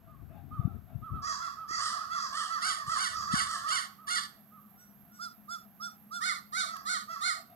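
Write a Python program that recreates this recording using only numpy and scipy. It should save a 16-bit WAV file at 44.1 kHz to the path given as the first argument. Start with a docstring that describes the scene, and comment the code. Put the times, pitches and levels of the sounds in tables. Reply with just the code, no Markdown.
"""Bare trees beside a snowy road: a flock of crows caws there, the calls overlapping in quick runs.
Each voice is a harmonic source with an arch of pitch and pulsed noise, filtered by throat and tone.
Delayed copies and decaying noise tails give the echoes of a house wall and the trees; a blurred
murmur of far crows lies behind. Filtered noise makes the gusts that buffet the left microphone port
in the first half, the wash and hum of far traffic and a thin hiss. One dry click comes near the end."""
import sys
import numpy as np
from scipy import signal
from scipy.fft import rfft, irfft, next_fast_len
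from scipy.io import wavfile
from scipy.ndimage import map_coordinates

SR = 44100
rng = np.random.default_rng(int(sys.argv[2]) if len(sys.argv) > 2 else 0)


def master_out(mix):
    """Clip the mix to full scale and print it as 16-bit PCM to the path in sys.argv[1]."""
    frames = np.transpose(np.atleast_2d(mix))
    ceiling = np.clip(frames, -1, 1)
    pcm = np.round(ceiling * 32767).astype(np.int16)
    wavfile.write(sys.argv[1], SR, pcm)


N = 332955
TIME = np.arange(N) / SR


def gain_of(db):
    """Decibel law: 20 dB is a factor of ten in amplitude."""
    return 10 ** (np.asarray(db) / 20)


def evened(x):
    """Normalisation: scales a signal to an rms value of 1."""
    return x / np.sqrt(np.mean(x ** 2) + 1e-20)


def read(points, hz):
    """Interpolation: reads a table along a logarithmic frequency axis."""
    f, value = np.transpose(points)
    return np.interp(np.log(hz + 1), np.log(f + 1), value)


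def level(rows):
    """Envelope: turns rows of (time [s], level [dB]) into a gain for every sample."""
    return gain_of(np.interp(TIME, *np.transpose(rows)))


def coloured(x, points):
    """Linear filtering: multiplies the spectrum by a response of (frequency [Hz], gain [dB])."""
    size = x.shape[-1]
    padded = next_fast_len(size)
    response = gain_of(read(points, np.fft.rfftfreq(padded, 1 / SR)))
    return irfft(rfft(x, padded) * response, padded)[..., :size]


def wander(size, rate_hz):
    """Band-limited randomness: a smooth curve through random points, of spread about 1."""
    at = np.arange(size) * rate_hz / SR
    return map_coordinates(rng.standard_normal(4096), [at], order=3, mode="grid-wrap")


def add(mix, s, sound):
    """Superposition: adds a sound to the mix from time s [s]."""
    part = mix[..., max(round(s * SR), 0):][..., :sound.shape[-1]]
    part += sound[..., :part.shape[-1]]


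# Spectrum of the far traffic's wash: (frequency [Hz], relative density [dB per Hz])
WASH_SPECTRUM = [(30, -26), (140, .5), (230, 1.5), (340, -12), (550, -15.5), (1300, -13), (2200, -22.5),
                 (5000, -34), (15500, -37.5)]
WASH_DB = -64.5
# Spectrum of a far engine's hum: (frequency [Hz], relative density [dB per Hz])
HUM_SPECTRUM = [(100, -38), (180, 4), (205, 34), (235, 1), (400, -110.5)]
# Course of the hum before the left-right balance: (time [s], level [dB])
HUM_COURSE = [(1.5, -75), (3.8, -64), (7, -61.5), (7.3, -78)]
# Spectrum of the thin hiss: (frequency [Hz], relative density [dB per Hz])
HISS_SPECTRUM = [(10500, -28), (11500, -4.5), (11900, -25), (12250, 4.5), (12800, -2.5), (13200, -17),
                 (15700, -17.5)]
# Course of the hiss before the left-right balance: (time [s], level [dB])
HISS_COURSE = [(0, -70), (2, -65.5), (4, -61.3), (7.55, -61)]


def background(waver_db=1.2, shared=1.44, left_db=1, hum_right_db=-4, hiss_left_db=-10):
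    """Partly coherent noise: traffic wash and wavering hum share both ports; hiss is mostly right."""
    noise = rng.standard_normal((2, N)) + shared * rng.standard_normal(N)
    wash = evened(coloured(noise, WASH_SPECTRUM)) * gain_of(WASH_DB)
    hum = evened(coloured(noise, HUM_SPECTRUM)) * level(HUM_COURSE)
    hum *= gain_of(waver_db * wander(N, 14))
    hiss = evened(coloured(rng.standard_normal((2, N)), HISS_SPECTRUM)) * level(HISS_COURSE)
    wash *= gain_of([[left_db], [0]])
    hum *= gain_of([[0], [hum_right_db]])
    hiss *= gain_of([[hiss_left_db], [2]])
    return wash + hum + hiss


# Dulled voice of the far flock: (frequency [Hz], gain [dB])
MURMUR_COLOUR = [(450, -20), (650, 0), (820, 0), (1100, -8), (1400, -15), (2000, -28), (2700, -18),
                 (3150, -33), (3600, -19), (4300, -35)]
# Course of the murmur at the left port: (time [s], level [dB])
MURMUR_COURSE = [(0, -64), (.3, -59.5), (1, -61.5), (3.7, -61), (4.6, -69.5), (6.5, -68), (7.5, -59)]
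FAR_CAWS_PER_S, FAR_PITCH_HZ, FAR_LENGTH_S = 11, 725, .08


def far_flock(right_db=-7, spread=.07, sag=.15, shake=.07, uneven_db=3.5, t60=.28):
    """Diffusion: random far caws convolved with decaying noise blur to a murmur, more on the left."""
    calls = np.zeros(N)
    u = np.linspace(-1, 1, int(FAR_LENGTH_S * SR))  # start to end of one call
    draws = rng.standard_normal((int(FAR_CAWS_PER_S * N / SR), 3))
    for k, (when, pitch, size) in enumerate(draws):
        centre_hz = FAR_PITCH_HZ * (1 + spread * pitch)
        turns = np.cumsum(centre_hz * (1 - sag * u ** 2 + shake * wander(len(u), 200))) / SR
        buzz = sum(np.cos(2 * np.pi * h * turns) for h in range(1, 6))
        one_call = gain_of(uneven_db * size) * (1 - u ** 2) * buzz
        add(calls, (k + when / 2) / FAR_CAWS_PER_S, one_call)
    t = np.arange(SR // 2) / SR
    blur = rng.standard_normal((2, len(t))) + rng.standard_normal(len(t))
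    blur *= gain_of(-60 * t / t60)
    murmur = coloured(signal.fftconvolve(calls[None], blur, axes=1)[:, :N], MURMUR_COLOUR)
    return evened(murmur) * level(MURMUR_COURSE) * gain_of([[0], [right_db]])


# Spectrum of the wind's turbulence: (frequency [Hz], relative gain [dB])
TURBULENCE_SPECTRUM = [(20, -31), (50, -3), (90, 0.5), (150, -1.5), (250, -10.5), (400, -25), (800, -42),
                       (6000, -76)]
# Gusts at the left port: (time of the peak [s], time to fall by 20 dB [s], level [dB])
GUST_PEAKS = [(.3, 0.61, -45), (.64, 0.41, -40), (.96, 0.13, -40), (1.13, .2, -41), (1.7, .8, -60),
              (2.88, 0.14, -52), (3.17, 0.18, -49.5), (3.34, 0.28, -47)]
# Pressure kicks at the left port, and one soft crunch at 1.71 s: (time of the peak [s], pitch [Hz], peak level
# [dB])
PRESSURE_KICKS = [(.598, 122, -17), (.656, 135, -14.5), (.678, 220, -23), (.961, 114, -24.5),
                  (1.125, 102, -24), (1.147, 81, -25.5), (1.71, 320, -39), (2.882, 124, -34.5),
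                  (3.341, 191, -17)]
GUST_RISE = 0.57  # rise time of a gust as a share of its fall time
BREEZE_DB = -72  # the light air between gusts
KICK_CYCLES = 0.7  # half the length of a kick, in cycles of its pitch


def wind(lumps_db=3.2, right_db=-22):
    """Turbulent pressure: gusts swell and die exponentially, with short kicks and a soft crunch, nearly all at
    the left."""
    strength = gain_of(BREEZE_DB)
    for s, fall, db in GUST_PEAKS:
        away = np.maximum((TIME - s) / fall, (s - TIME) / (GUST_RISE * fall))
        strength = strength + gain_of(db - 20 * away)
    turbulence = evened(coloured(rng.standard_normal((2, N)), TURBULENCE_SPECTRUM))
    rumble = turbulence * strength * gain_of(lumps_db * wander(N, 30))
    for s, hz, db in PRESSURE_KICKS:
        width = KICK_CYCLES / hz
        t = np.arange(-3 * width, 3 * width, 1 / SR)
        kick = np.exp(-(t / width) ** 2) * np.cos(2 * np.pi * hz * t)
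        add(rumble, s + t[0], gain_of(db) * kick)
    return rumble * gain_of([[0], [right_db]])


# The throat holds back the fundamental: (frequency [Hz], gain [dB])
THROAT_RESPONSE = [(500, -50), (740, -31), (950, -9), (1100, 0), (11000, 0), (14000, -22)]
# Random shake and regular quiver scale with roughness (shares of the pitch); rate of the quiver
JITTER, QUIVER, QUIVER_HZ = .025, .052, 47
DRIFT = .011  # slow bend that differs in each caw (share of the pitch)
RASP_DB = 8.7  # the pulsed air against one harmonic


def caw(length, top_hz, arch, early, flat, rough, hiss_hz, tone, ease=1.45, flutter=.2, edge_db=36,
        uneven_db=3.2, swell=.45, throb_db=6.5, attack=.016, release=.025):
    """Source-filter principle: syrinx harmonics and pulsed air above them pass the throat and a tone."""
    t = np.arange(int(length * SR)) / SR
    u = 2 * t / length - 1  # -1 at the start, 1 at the end
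    bend = arch * abs(np.sin(ease * (u + early) / (1 + abs(early))) / np.sin(ease)) ** abs(flat)

    # the voice breaks up more toward the end of the call
    harsh = rough * (1 + u / 2)
    quiver = np.sin(2 * np.pi * (QUIVER_HZ * t + rng.random()) + wander(len(t), 40) / 2)
    shake = rough * QUIVER * quiver
    shake += harsh * JITTER * (wander(len(t), 130) + wander(len(t), 700))
    shake += DRIFT * wander(len(t), 25)
    turns = np.cumsum(top_hz * (1 - bend) * (1 + shake)) / SR

    # upper harmonics and rasp peak in mid-call, with the beak wide open
    opening = gain_of(edge_db * (1 - rough) ** 2 * (1 / 5 - u ** 2))
    buzz = np.zeros(len(t))
    for k in range(1, 19):
        harmonic = np.cos(2 * np.pi * k * turns + k * k / 2)
        if k > 2:
            harmonic *= opening * gain_of(uneven_db * wander(len(t), 34.4))
        buzz += harmonic / np.hypot(1, (k * top_hz / hiss_hz) ** 2)

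    air = (1 + np.cos(2 * np.pi * turns)) * rng.standard_normal(len(t))
    air *= gain_of(throb_db * rough * quiver) * opening
    air = signal.lfilter(*signal.butter(2, min(hiss_hz, SR / 3), "high", fs=SR), air)

    drive = buzz + gain_of(RASP_DB) * air
    drive *= np.maximum(1 - u ** 2, 0) ** abs(swell)
    drive *= np.exp(flutter * rough * wander(len(t), 600))
    drive *= np.minimum(1, np.minimum(t / attack, (length - t) / release))
    voice = coloured(np.pad(drive, (0, 1024)), THROAT_RESPONSE)
    # the lower band alone sets the loudness, whatever the tone is above it
    body = coloured(voice, [(1550, 0), (1750, -60)])
    return coloured(voice, tone) / np.std(body[:len(t)])


# Low tones lead by less: (frequency [Hz], share of the lead [0-1])
LEAD_BY_PITCH = [(1300, .77), (2000, .97), (3500, 1)]


def ports(x, lead):
    """Interaural delay: a phase advance lets the left port hear the sound up to lead [s] earlier."""
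    padded = next_fast_len(len(x) + 512)
    hz = np.fft.rfftfreq(padded, 1 / SR)
    advance = np.exp(2j * np.pi * hz * lead * read(LEAD_BY_PITCH, hz))
    return np.array([irfft(rfft(x, padded) * advance, padded)[:len(x)], x])


# Reverberation of the trees where the echo is -7 dB: (frequency [Hz], t60 [s])
TREE_DECAY = [(1300, .48), (5000, .39), (10000, .34)]
# Echoes of house and nearby trunks, before each perch shifts them: (delay [s], level [dB])
WALL_ECHOES = [(.011, -11), (.028, -11), (.056, -6), (.08, -13)]
# Branch scatter and long tail against the direct sound, before each perch's echo level
NEAR_DB, TREES_DB = -8, -5


def surroundings(call, echo_db, lead, near_t60=0.18, onset=0.034, reach=0.065):
    """Reflection and scattering: wall echoes, short scatter and a tail that lengthens with echo level."""
    size = SR * 3 // 4
    hz, t, z = signal.stft(rng.standard_normal((2, size)), SR, nperseg=256)
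    t60 = read(TREE_DECAY, hz)[:, None] * np.exp(reach * (echo_db + 7))
    decay = gain_of(-60 * t / t60) * (1 - np.exp(-t / onset))
    far = signal.istft(z * decay, SR, nperseg=256)[1][:, :size]

    t = np.arange(size) / SR
    near = rng.standard_normal((2, size)) * gain_of(-60 * t / near_t60) * (1 - np.exp(-t / onset))

    paths = np.zeros(size)
    paths[0] = 1  # the direct sound
    for delay, db in WALL_ECHOES:
        add(paths, delay * rng.uniform(.85, 1.15), gain_of([db + echo_db / 2]))

    diffuse = gain_of(TREES_DB + echo_db) * evened(far)
    diffuse += gain_of(NEAR_DB + echo_db / 2) * evened(near)
    # thin twigs scatter the short waves most
    diffuse = coloured(diffuse / np.sqrt(size), [(1500, -3), (4500, 3)])
    direct = ports(signal.fftconvolve(call, paths), lead)
    return direct + signal.fftconvolve(call[None], diffuse, axes=1)


# Each voice repeats one kind of caw from its own perch: (length [s], pitch sag at the ends [share],
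# earliness of the top [0-1], flatness of the top [exponent], roughness [0-1],
# harmonics turn to hiss above [Hz], echo [dB], lead at the left port [s])
VOICE_SETTINGS = { "raucous": (.15, .27, .08, 1.8, .62, 6200, -9, .00043),
                  "strident": (.152, .26, .06, 1.8, .39, 8000, -10, .00054),
                  "clear": (.112, .16, 0, 3.2, .15, 13000, -18, .00028),
                  "hoarse": (.16, .24, .2, 1.8, .55, 5000, -1, .00031),
                  "shrill": (.14, .2, .05, 1.8, .55, 4400, -1, .00013),
                  "dull": (.125, .21, .2, 1.8, .42, 5500, -4, .00029),
                  "distant": (.108, .14, .2, 1.8, .25, 6000, -5, .00003),
                  "thin": (.125, .1, 0, 3, .1, 16000, -12, .00028)}
# Tone of each voice in the upper bands: (frequency [Hz], gain [dB])
VOICE_TONES = { "raucous": [(1600, -1), (2230, -11), (2440, -50), (2540, -44), (2760, -14), (3550, -9),
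               (3850, -17), (4550, -5.5), (5300, -15), (6700, -19), (8800, -13.5), (10500, -21),
               (12000, -36)], "strident": [(1500, 0), (1750, -9), (2250, -9.5), (2430, -46), (2700, -44),
               (2980, -23), (3700, -13), (4400, -9), (5300, -17), (6600, -22), (9000, -18), (12000, -38)],
               "clear": [(1500, 0), (1750, -29), (2500, -46), (3200, -46), (3450, -19), (4100, -26),
               (4900, -16), (5600, -15), (6300, -33), (8300, -24), (12000, -39)], "hoarse": [(1450, 0),
               (2050, -16), (2400, -42), (2700, -27), (2950, -50), (3350, -18), (3720, -38), (4000, -19),
               (4250, -32), (4600, -7), (5800, -15), (8400, -25), (9500, -52)], "shrill": [(1450, 0),
               (2050, -15), (2480, -46), (2750, -23), (3400, -14), (3750, -24), (4500, -10), (6600, -22),
               (9000, -19), (11500, -40)], "dull": [(1450, 0), (2050, -19), (2400, -42), (2700, -28),
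               (2950, -50), (3400, -22), (3720, -38), (4600, -17), (9500, -41)], "distant": [(1500, 0),
               (1750, -39), (3600, -42), (6000, -56)], "thin": [(1500, 0), (1900, -24), (4700, -26),
               (5700, -6), (6700, -28), (8100, -9), (9000, -30)]}


def perched(voice, top_hz, db):
    """Source and path: one caw in its bird's voice, carried through the surroundings of its perch."""
    length, arch, early, flat, rough, hiss_hz, echo_db, lead = VOICE_SETTINGS[voice]
    tone = VOICE_TONES[voice]
    call = caw(length, top_hz, arch, early, flat, np.clip(rough, 0, 1), hiss_hz, tone)
    return surroundings(gain_of(db) * call, echo_db, lead)


# The leading caws, level before echoes and port balance: (time [s], voice, top pitch [Hz], level [dB])
LEADING_CAWS = [ (.067, "distant", 620, -59), (.505, "distant", 650, -44.5), (.64, "distant", 690, -60),
                (1.016, "distant", 655, -45), (1.113, "distant", 658, -43), (1.215, "hoarse", 643, -37),
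                (1.387, "dull", 680, -37), (1.564, "distant", 660, -41), (1.673, "hoarse", 665, -36.5),
                (1.781, "shrill", 645, -34.5), (1.884, "dull", 662, -37), (1.96, "distant", 650, -41),
                (2.09, "dull", 680, -34), (2.14, "hoarse", 644, -39.5), (2.317, "shrill", 642, -35.5),
                (2.481, "dull", 672, -34.5), (2.605, "raucous", 765, -32.5), (2.63, "distant", 645, -37),
                (2.74, "dull", 645, -41), (2.855, "shrill", 670, -38), (2.878, "dull", 648, -32),
                (2.954, "raucous", 760, -33.5), (3.105, "hoarse", 646, -41), (3.12, "distant", 648, -37),
                (3.265, "dull", 667, -33), (3.309, "raucous", 745, -32), (3.451, "shrill", 647, -37),
                (3.635, "dull", 647, -34), (3.669, "raucous", 742, -32), (3.975, "distant", 645, -54),
                (4.066, "raucous", 728, -32), (4.509, "distant", 639, -56), (4.755, "thin", 730, -65),
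                (5.1, "thin", 725, -63), (5.185, "clear", 706, -40), (5.476, "clear", 692, -39.5),
                (5.793, "clear", 700, -40), (6.104, "clear", 706, -38.5), (6.2, "strident", 738, -32),
                (6.518, "strident", 748, -32.5), (6.665, "dull", 675, -41), (6.847, "strident", 742, -32.5),
                (7.071, "dull", 680, -39), (7.2, "strident", 740, -32)]
# Scattered birds join in while the flock is excited:
# (from [s], to [s], rate [calls per s], middle of the top pitches [Hz], level [dB])
JOINING_BIRDS = (1.7, 3.6, 5, 700, -45)
# The left port hears the crows mostly fainter: (frequency [Hz], left minus right [dB])
LEFT_BALANCE = [(750, 7), (1200, -6), (2000, -11), (3500, -5.5), (4800, -7), (6200, 0), (9000, -2)]


def crows(spread=.07):
    """Superposition of sources: leading caws are crossed by others that join at random pitches."""
    mix = np.zeros((2, N))
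    for s, *call in LEADING_CAWS:
        add(mix, s, perched(*call))
    start, end, per_s, hz, db = JOINING_BIRDS
    for s in np.arange(start, end, 1 / per_s):
        top_hz = hz * (1 + spread * rng.uniform(-1, 1))
        add(mix, s + rng.random() / per_s / 2, perched("dull", top_hz, db))
    return np.array([coloured(mix[0], LEFT_BALANCE), mix[1]])


def tick(s=6.766, db=-44, t60=.035):
    """Impulsive sound: one small dry click of filtered noise with a fast exponential decay."""
    mix = np.zeros((2, N))
    t = np.arange(SR // 10) / SR
    noise = coloured(rng.standard_normal((2, len(t))), [(1500, -22), (3500, 3), (15000, -8)])
    add(mix, s, gain_of(db - 60 * t / t60) * evened(noise))
    return mix


def scene():
    """Linear superposition: background, far flock, wind, crows and click add up at the two ports."""
    return background() + far_flock() + wind() + crows() + tick()


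EDGE_HZ = 15800


def record(dry):
    """Band limitation: the recorder's linear-phase low-pass removes everything well above its edge."""
    low_pass = signal.firwin(511, EDGE_HZ, window=("kaiser", 9), fs=SR)
    return signal.oaconvolve(dry, low_pass[None], "same")


dry = scene()
out = record(dry)
master_out(out)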